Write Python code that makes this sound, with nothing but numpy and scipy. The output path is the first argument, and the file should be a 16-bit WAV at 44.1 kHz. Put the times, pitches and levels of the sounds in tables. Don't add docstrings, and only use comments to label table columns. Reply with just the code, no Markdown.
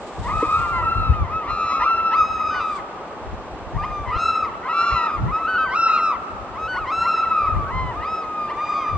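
import sys
import numpy as np
from scipy import signal
from scipy.fft import rfft, irfft
from scipy.io import wavfile
from scipy.ndimage import uniform_filter1d

SR = 44100
rng = np.random.default_rng(int(sys.argv[2]) if len(sys.argv) > 2 else 0)


def digitize_waveform(pressure):
    field = np.atleast_2d(pressure).T
    bounded = np.clip(field, -1, 1)
    quanta = np.round(bounded * 32767).astype(np.int16)
    wavfile.write(sys.argv[1], SR, quanta)


N = 395577
TIME = np.arange(N) / SR

# t/s, length/s, top f/Hz, crest/share of length, sag/share of f, level/dB,
# swell/dB, shrillness/dB
PLAIN_CALLS = [ (.29, 0.29, 1289, 0.4, 0.13, -26, -3, -7), (0.443, 0.2, 1252, 0.57, 0.14, -25.5, 2, -8),
               (0.522, .54, 1378, 0.25, 0.08, -24.5, -2, -19),
               (1.312, .115, 1291, 0.6, .05, -25.5, 1.5, -11), (1.45, 0.34, 1201, .45, 0.1, -29.5, 2.5, -6),
               (1.478, 0.38, 1369, 0.03, 0.05, -33.5, -5.5, 12.5),
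               (1.488, 0.39, 1296, 0.42, 0.09, -25.5, 7, -7.5),
               (1.75, 0.42, 1371, 0.25, 0.01, -31.5, -13.5, 6),
               (1.859, 0.35, 1343, 0.11, 0.04, -18.5, 1, -11), (2.16, 0.45, 1274, .35, 0.11, -28, -5, -4.5),
               (2.161, 0.62, 1287, 0.24, 0.11, -27.5, -8.5, 4),
               (4.12, .31, 1290, 0.62, .055, -26.5, 2.5, -12),
               (4.13, .33, 1366, 0.16, 0.07, -27, 3.5, -0.5), (4.187, .23, 1328, 0.58, 0.01, -25.5, 3, 7),
               (4.69, 0.38, 1401, .38, .055, -27, 0.5, 5), (4.698, 0.46, 1358, .4, 0.1, -23, -7.5, 0.5),
               (4.859, .295, 1244, .5, 0.09, -27, -4, -2.5), (5.749, 0.37, 1366, .45, 0.05, -26, 7.5, 4.5),
               (5.755, 0.21, 1343, 0.24, 0.07, -21, -4.5, 6.5),
               (6.92, .30, 1358, 0.5, 0.06, -24.5, -3.5, 6), (6.949, 0.57, 1368, 0.09, .06, -26, 3, -8),
               (7.08, 0.38, 1317, 0.47, 0.12, -23.5, -2, -11),
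               (7.338, 0.38, 1271, 0.19, 0.16, -27.5, -2.5, -17.5),
               (7.714, 0.19, 1034, 0.21, 0.04, -25, -6, -11.5),
               (7.966, 0.59, 1274, 0.24, 0.08, -30, 2, -11), (8.06, 0.15, 1292, 0.58, 0.01, -28.5, -7, 2.5),
               (8.56, 0.28, 1219, .3, 0.15, -26.5, -4, -5.5), (8.621, 0.34, 1229, 0.33, 0.04, -26.5, 2, -2),
               (8.73, 0.21, 1262, 0.8, .03, -29.5, 0.5, -7), ]
# same columns, then jump up after/s (0: starts high), break down after/s
YODEL_CALLS = [ (.33, .53, 1266, .35, 0.18, -25.5, -1.5, -7.5, 0, .4),
               (.83, 0.43, 1359, 0.3, .165, -25.5, -10, -3, 0.00073, .41),
               (2.43, 0.33, 1510, 0.24, 0.14, -28.5, 1.5, -1.5, 0.076, 0.17),
               (3.785, 0.35, 1226, .24, .115, -28, -0.5, -6, 0, .273),
               (4.69, 0.38, 1171, .3, 0.13, -24.5, 0, -4, .04, .26),
               (5.325, .315, 1524, 0.35, 0.082, -21, 6, -10, .15, .253),
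               (5.43, .67, 1535, .34, .135, -24, 6.5, -11, .133, .318),
               (6.585, 0.24, 1515, 0.36, 0.073, -27.5, 7, -3, 0.095, 0.22), ]


def undb(db):
    return 10 ** (np.asarray(db) / 20)


def curve(rows, t):
    return np.interp(t, *np.transpose(rows))


def gain_at(spectrum, hz):
    f, db = np.transpose(spectrum)
    return undb(np.interp(np.log(hz + 1), np.log(f), db))


def colour(x, spectrum):
    return irfft(rfft(x) * gain_at(spectrum, np.fft.rfftfreq(N, 1 / SR)), N)


def noise(spectrum):
    x = colour(rng.standard_normal(N), spectrum)
    return x / x.std()


def walk(rate_hz, size=N):
    step = max(int(SR / rate_hz), 2)
    knots = rng.standard_normal(size // step + 3)
    position = np.arange(size) / step + rng.random()
    return uniform_filter1d(np.interp(position, np.arange(len(knots)), knots), step // 2)


def samples(begin_s, end_s):
    return np.arange(max(int(begin_s * SR), 0), min(int(end_s * SR), N))


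def river(level_db=-35, surge_db=.5, gurgle_db=-12, cycles=9, count=2500):
    # f/Hz, level/dB
    rush = [(59, -24), (100, -21), (172, -1.5), (883, 2.5), (970, -1), (1190, 0), (1340, -7), (2060, -14.5),
            (2730, -18.5), (4970, -32), (7950, -40), (8900, -61), (11600, -83.5), (19600, -120)]
    # f/Hz, side minus mid/dB
    width = [(100, -18), (400, -15.5), (1000, -14.5), (2500, -2), (6000, 5)]
    bubbles = np.zeros(N + SR)
    for when, pitch, size in rng.random((count, 3)):
        hz = 300 * 2 ** (3 * pitch)
        age_cycles = np.arange(int(2 * cycles * SR / hz)) * hz / SR
        ring = np.sin(2 * np.pi * age_cycles * (1 + .0055 * age_cycles))
        ring *= np.exp(-2 * age_cycles / cycles)
        bubbles[int(when * N):][:len(ring)] += size ** 3 * gain_at(rush, hz) * ring
    mid = noise(rush) + undb(gurgle_db) * bubbles[:N] / bubbles.std()
    side = colour(noise(rush), width)
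    return undb(level_db + surge_db * walk(1.2)) * np.array([mid + side, mid - side])


def wind(breeze_db=-52, eddy_db=5, side_gain=.79, lean_db=2, hard_db=-25, burble_db=-6):
    # t/s, level/dB, half width/s
    gust_peaks = [(0.304, -27.5, 0.1), (0.826, -35.5, 0.27), (1.127, -31.5, 0.2), (2.348, -46.5, 0.1),
                  (3.328, -38.5, 0.064), (3.878, -37.5, 0.46), (4.945, -37, 0.032), (5.26, -21, 0.065),
                  (7.552, -33.5, 0.084), (7.767, -31.5, 0.23), (8.96, -31, 0.054)]
    # f/Hz, level/dB
    buffet = [(20, -22), (48, 7.5), (105, 4.5), (220, -15), (400, -33), (1500, -87)]
    gusts = sum(undb(db) * np.exp(-((TIME - at_s) / half_s) ** 2) for at_s, db, half_s in gust_peaks)
    force = (gusts + undb(breeze_db + eddy_db * walk(1.7))) * undb(eddy_db * walk(35))
    small_eddies = [(2 * hz, db) for hz, db in buffet]
    burble = undb(burble_db) * np.minimum(gusts / undb(hard_db), 1)
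    mid, side = (noise(buffet) + burble * noise(small_eddies) for _ in range(2))
    ports = np.array([mid + side_gain * side, mid - side_gain * side])
    return force * ports * undb([[lean_db], [-lean_db]])


def rustle(grain_db=2):
    # t/s, level/dB
    levels = [(0, -52.5), (.3, -46.5), (.6, -46), (1.2, -74), (2.5, -72.5), (2.77, -46.5), (2.83, -64)]
    hiss = [(1500, -1), (3500, 10), (6000, 1.5), (7800, 6), (9500, -8.5)]  # f/Hz, level/dB
    return np.array([noise(hiss), noise(hiss)]) * undb(curve(levels, TIME) + grain_db * walk(80))


def whistle(span, hz, envelope, shrill_db, wander=.00301, waver=.003, jitter=.0018, rasp=.034,
            glide_db=-2, glide_dull_db=-7, flutter_db=2.5, fading_db=4, press_db=9, spread_ms=.018):
    # f/Hz, level/dB
    throat = [(700, -19), (950, -4.5), (1150, -1), (1330, 0), (1520, -2.5), (1700, -13), (1900, -8),
              (2070, -7.5), (2300, -18), (2700, -15), (3150, -19.5), (3700, -29.5), (4060, -24),
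              (4500, -26.5), (5300, -32), (8200, -49.5)]
    # t/s, right port lag/ms
    bearing = [(1.8, .067), (2.1, .015), (4.3, 0), (4.7, .07), (5.6, -.035), (6.7, .028)]
    size = len(span)
    hz = uniform_filter1d(hz, size=300)
    glide_per_s = np.gradient(np.log(hz)) * SR
    gliding = uniform_filter1d(np.tanh(glide_per_s / 2) ** 2, size=500)
    drift = wander * walk(13.95, size) + waver * walk(45.1, size)
    hz = hz * (1 + drift + (jitter + rasp * gliding) * walk(500, size))
    phase = 2 * np.pi * np.cumsum(hz) / SR
    loudness = envelope * undb(glide_db * gliding + flutter_db * walk(29.3, size))
    press = np.sin(np.pi * np.arange(size) / size)
    edge_db = shrill_db + press_db * (press - press.mean()) + glide_dull_db * gliding
    lag_s = (curve(bearing, span[0] / SR) + spread_ms * rng.standard_normal()) / 1000
    port_phase = phase + np.array([[1], [-1]]) * np.pi * hz * lag_s
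    out = np.zeros((2, N))
    for k in range(1, 7):
        beam = undb(min((k - 1) / 3, 1) * (edge_db + fading_db * walk(12, size)))
        out[:, span] += np.sqrt(2) * loudness * beam * gain_at(throat, k * hz) * np.sin(k * port_phase)
    return out


def arch(t, length_s, crest, sag, rise=.055):
    crest_s = np.clip(crest, .05, .95) * length_s
    to_climb = np.clip(1 - t / crest_s, 0, 1)
    sagging = np.clip((t - crest_s) / (length_s - crest_s), 0, 1)
    return 1 - rise * to_climb ** 2.113 - sag * sagging ** 1.65


def syrinx(t, scoop, drop, slack=.68, slide=.6, snap_s=.01998):
    snap = np.clip(1 + t / snap_s, 0, 1)
    tension = (slide * scoop + (1 - slide) * snap) * (1 - drop ** 1.4)
    return slack + (1 - slack) * tension


def register(t, up_s, down_s, before_jump=.86, after_break=.905):
    steps = np.where((t < up_s) & (up_s > 0), before_jump, 1.) * np.where(t > down_s, after_break, 1.)
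    return uniform_filter1d(steps, size=600)


def call(start_s, length_s, top_hz, crest, sag, level_db, swell_db, shrill_db, up_s=0, down_s=np.inf,
         scoop_s=.08, drop_s=.05):
    span = samples(start_s - scoop_s, start_s + length_s + drop_s)
    t = span / SR - start_s
    scoop = np.clip(1 + t / scoop_s, 0, 1)
    drop = np.clip((t - length_s) / drop_s, 0, 1)
    hz = top_hz * arch(t, length_s, crest, sag) * syrinx(t, scoop, drop) * register(t, up_s, down_s)
    gain = undb(level_db + swell_db * np.linspace(-.5, .5, len(span)))
    return whistle(span, hz, gain * scoop ** .8 * (1 - drop) ** .46, shrill_db)


def banks(x, t60_s=2.3, build_s=.042, wet_db=-10, lowpass_hz=1900):
    t = TIME[:3 * SR]
    envelope = np.exp(-np.log(1000) * t / t60_s) * (1 - np.exp(-t / build_s))
    tail = rng.standard_normal((2, len(t))) * envelope
    tail /= np.sqrt(np.sum(tail ** 2, axis=1, keepdims=True))
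    tail = signal.sosfilt(signal.butter(2, lowpass_hz, fs=SR, output="sos"), tail)
    return undb(wet_db) * signal.fftconvolve(x, tail, axes=1)[:, :N]


def yelp(end_s, top_hz, level_db, length_s=.055, low_hz=800, shrill_db=-2):
    span = samples(end_s - length_s, end_s)
    progress = np.linspace(0, 1, len(span))
    hz = low_hz + (top_hz - low_hz) * progress ** 1.4
    envelope = undb(level_db) * np.sqrt(np.abs(np.sin(np.pi * progress)))
    return whistle(span, hz, envelope, shrill_db)


def far_birds(level_db=-33, top_hz=1200):
    ends_s = [start_s + rng.random() * length_s for start_s, length_s, *_ in PLAIN_CALLS + YODEL_CALLS]
    return sum(yelp(min(end_s, N / SR), top_hz, level_db) for end_s in ends_s)


def knock(contact_s=.0035):
    # t/s, level/dB
    impacts = [(0.425, -4)]
    # f/Hz, level/dB, t60/s
    modes = [(467, -3.5, 0.046), (311, -8, 0.07)]
    out = np.zeros(N)
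    for at_s, level_db in impacts:
        age_s = np.clip(TIME - at_s, 0, .5)
        for hz, mode_db, t60_s in modes:
            ring = np.sin(2 * np.pi * hz * age_s) * np.exp(-np.log(1000) * age_s / t60_s)
            out += undb(level_db + mode_db) * ring * np.minimum(age_s / contact_s, 1)
    return out


def scene(lean_db=.5):
    # end t/s, top f/Hz, level/dB
    yelps = [(.325, 1225, -24.5), (.45, 1295, -25.5), (1.85, 1142, -22), (2.165, 1310, -20.5),
             (3.869, 1300, -24.5), (4.565, 1150, -33), (5.911, 1250, -30.5), (6.797, 1375, -21),
             (7.08, 1202, -26.5), (8.53, 1290, -26)]
    calls = sum(call(*row) for row in PLAIN_CALLS + YODEL_CALLS)
    birds = calls + sum(yelp(*row) for row in yelps) + far_birds()
    flock = birds * undb([[lean_db], [-lean_db]])
    return flock + banks(flock) + river() + wind() + rustle() + knock()


def record(dry, cutoff_hz=8950):
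    return signal.sosfilt(signal.ellip(10, .2, 80, cutoff_hz, fs=SR, output="sos"), dry)


dry = scene()
out = record(dry)
digitize_waveform(out)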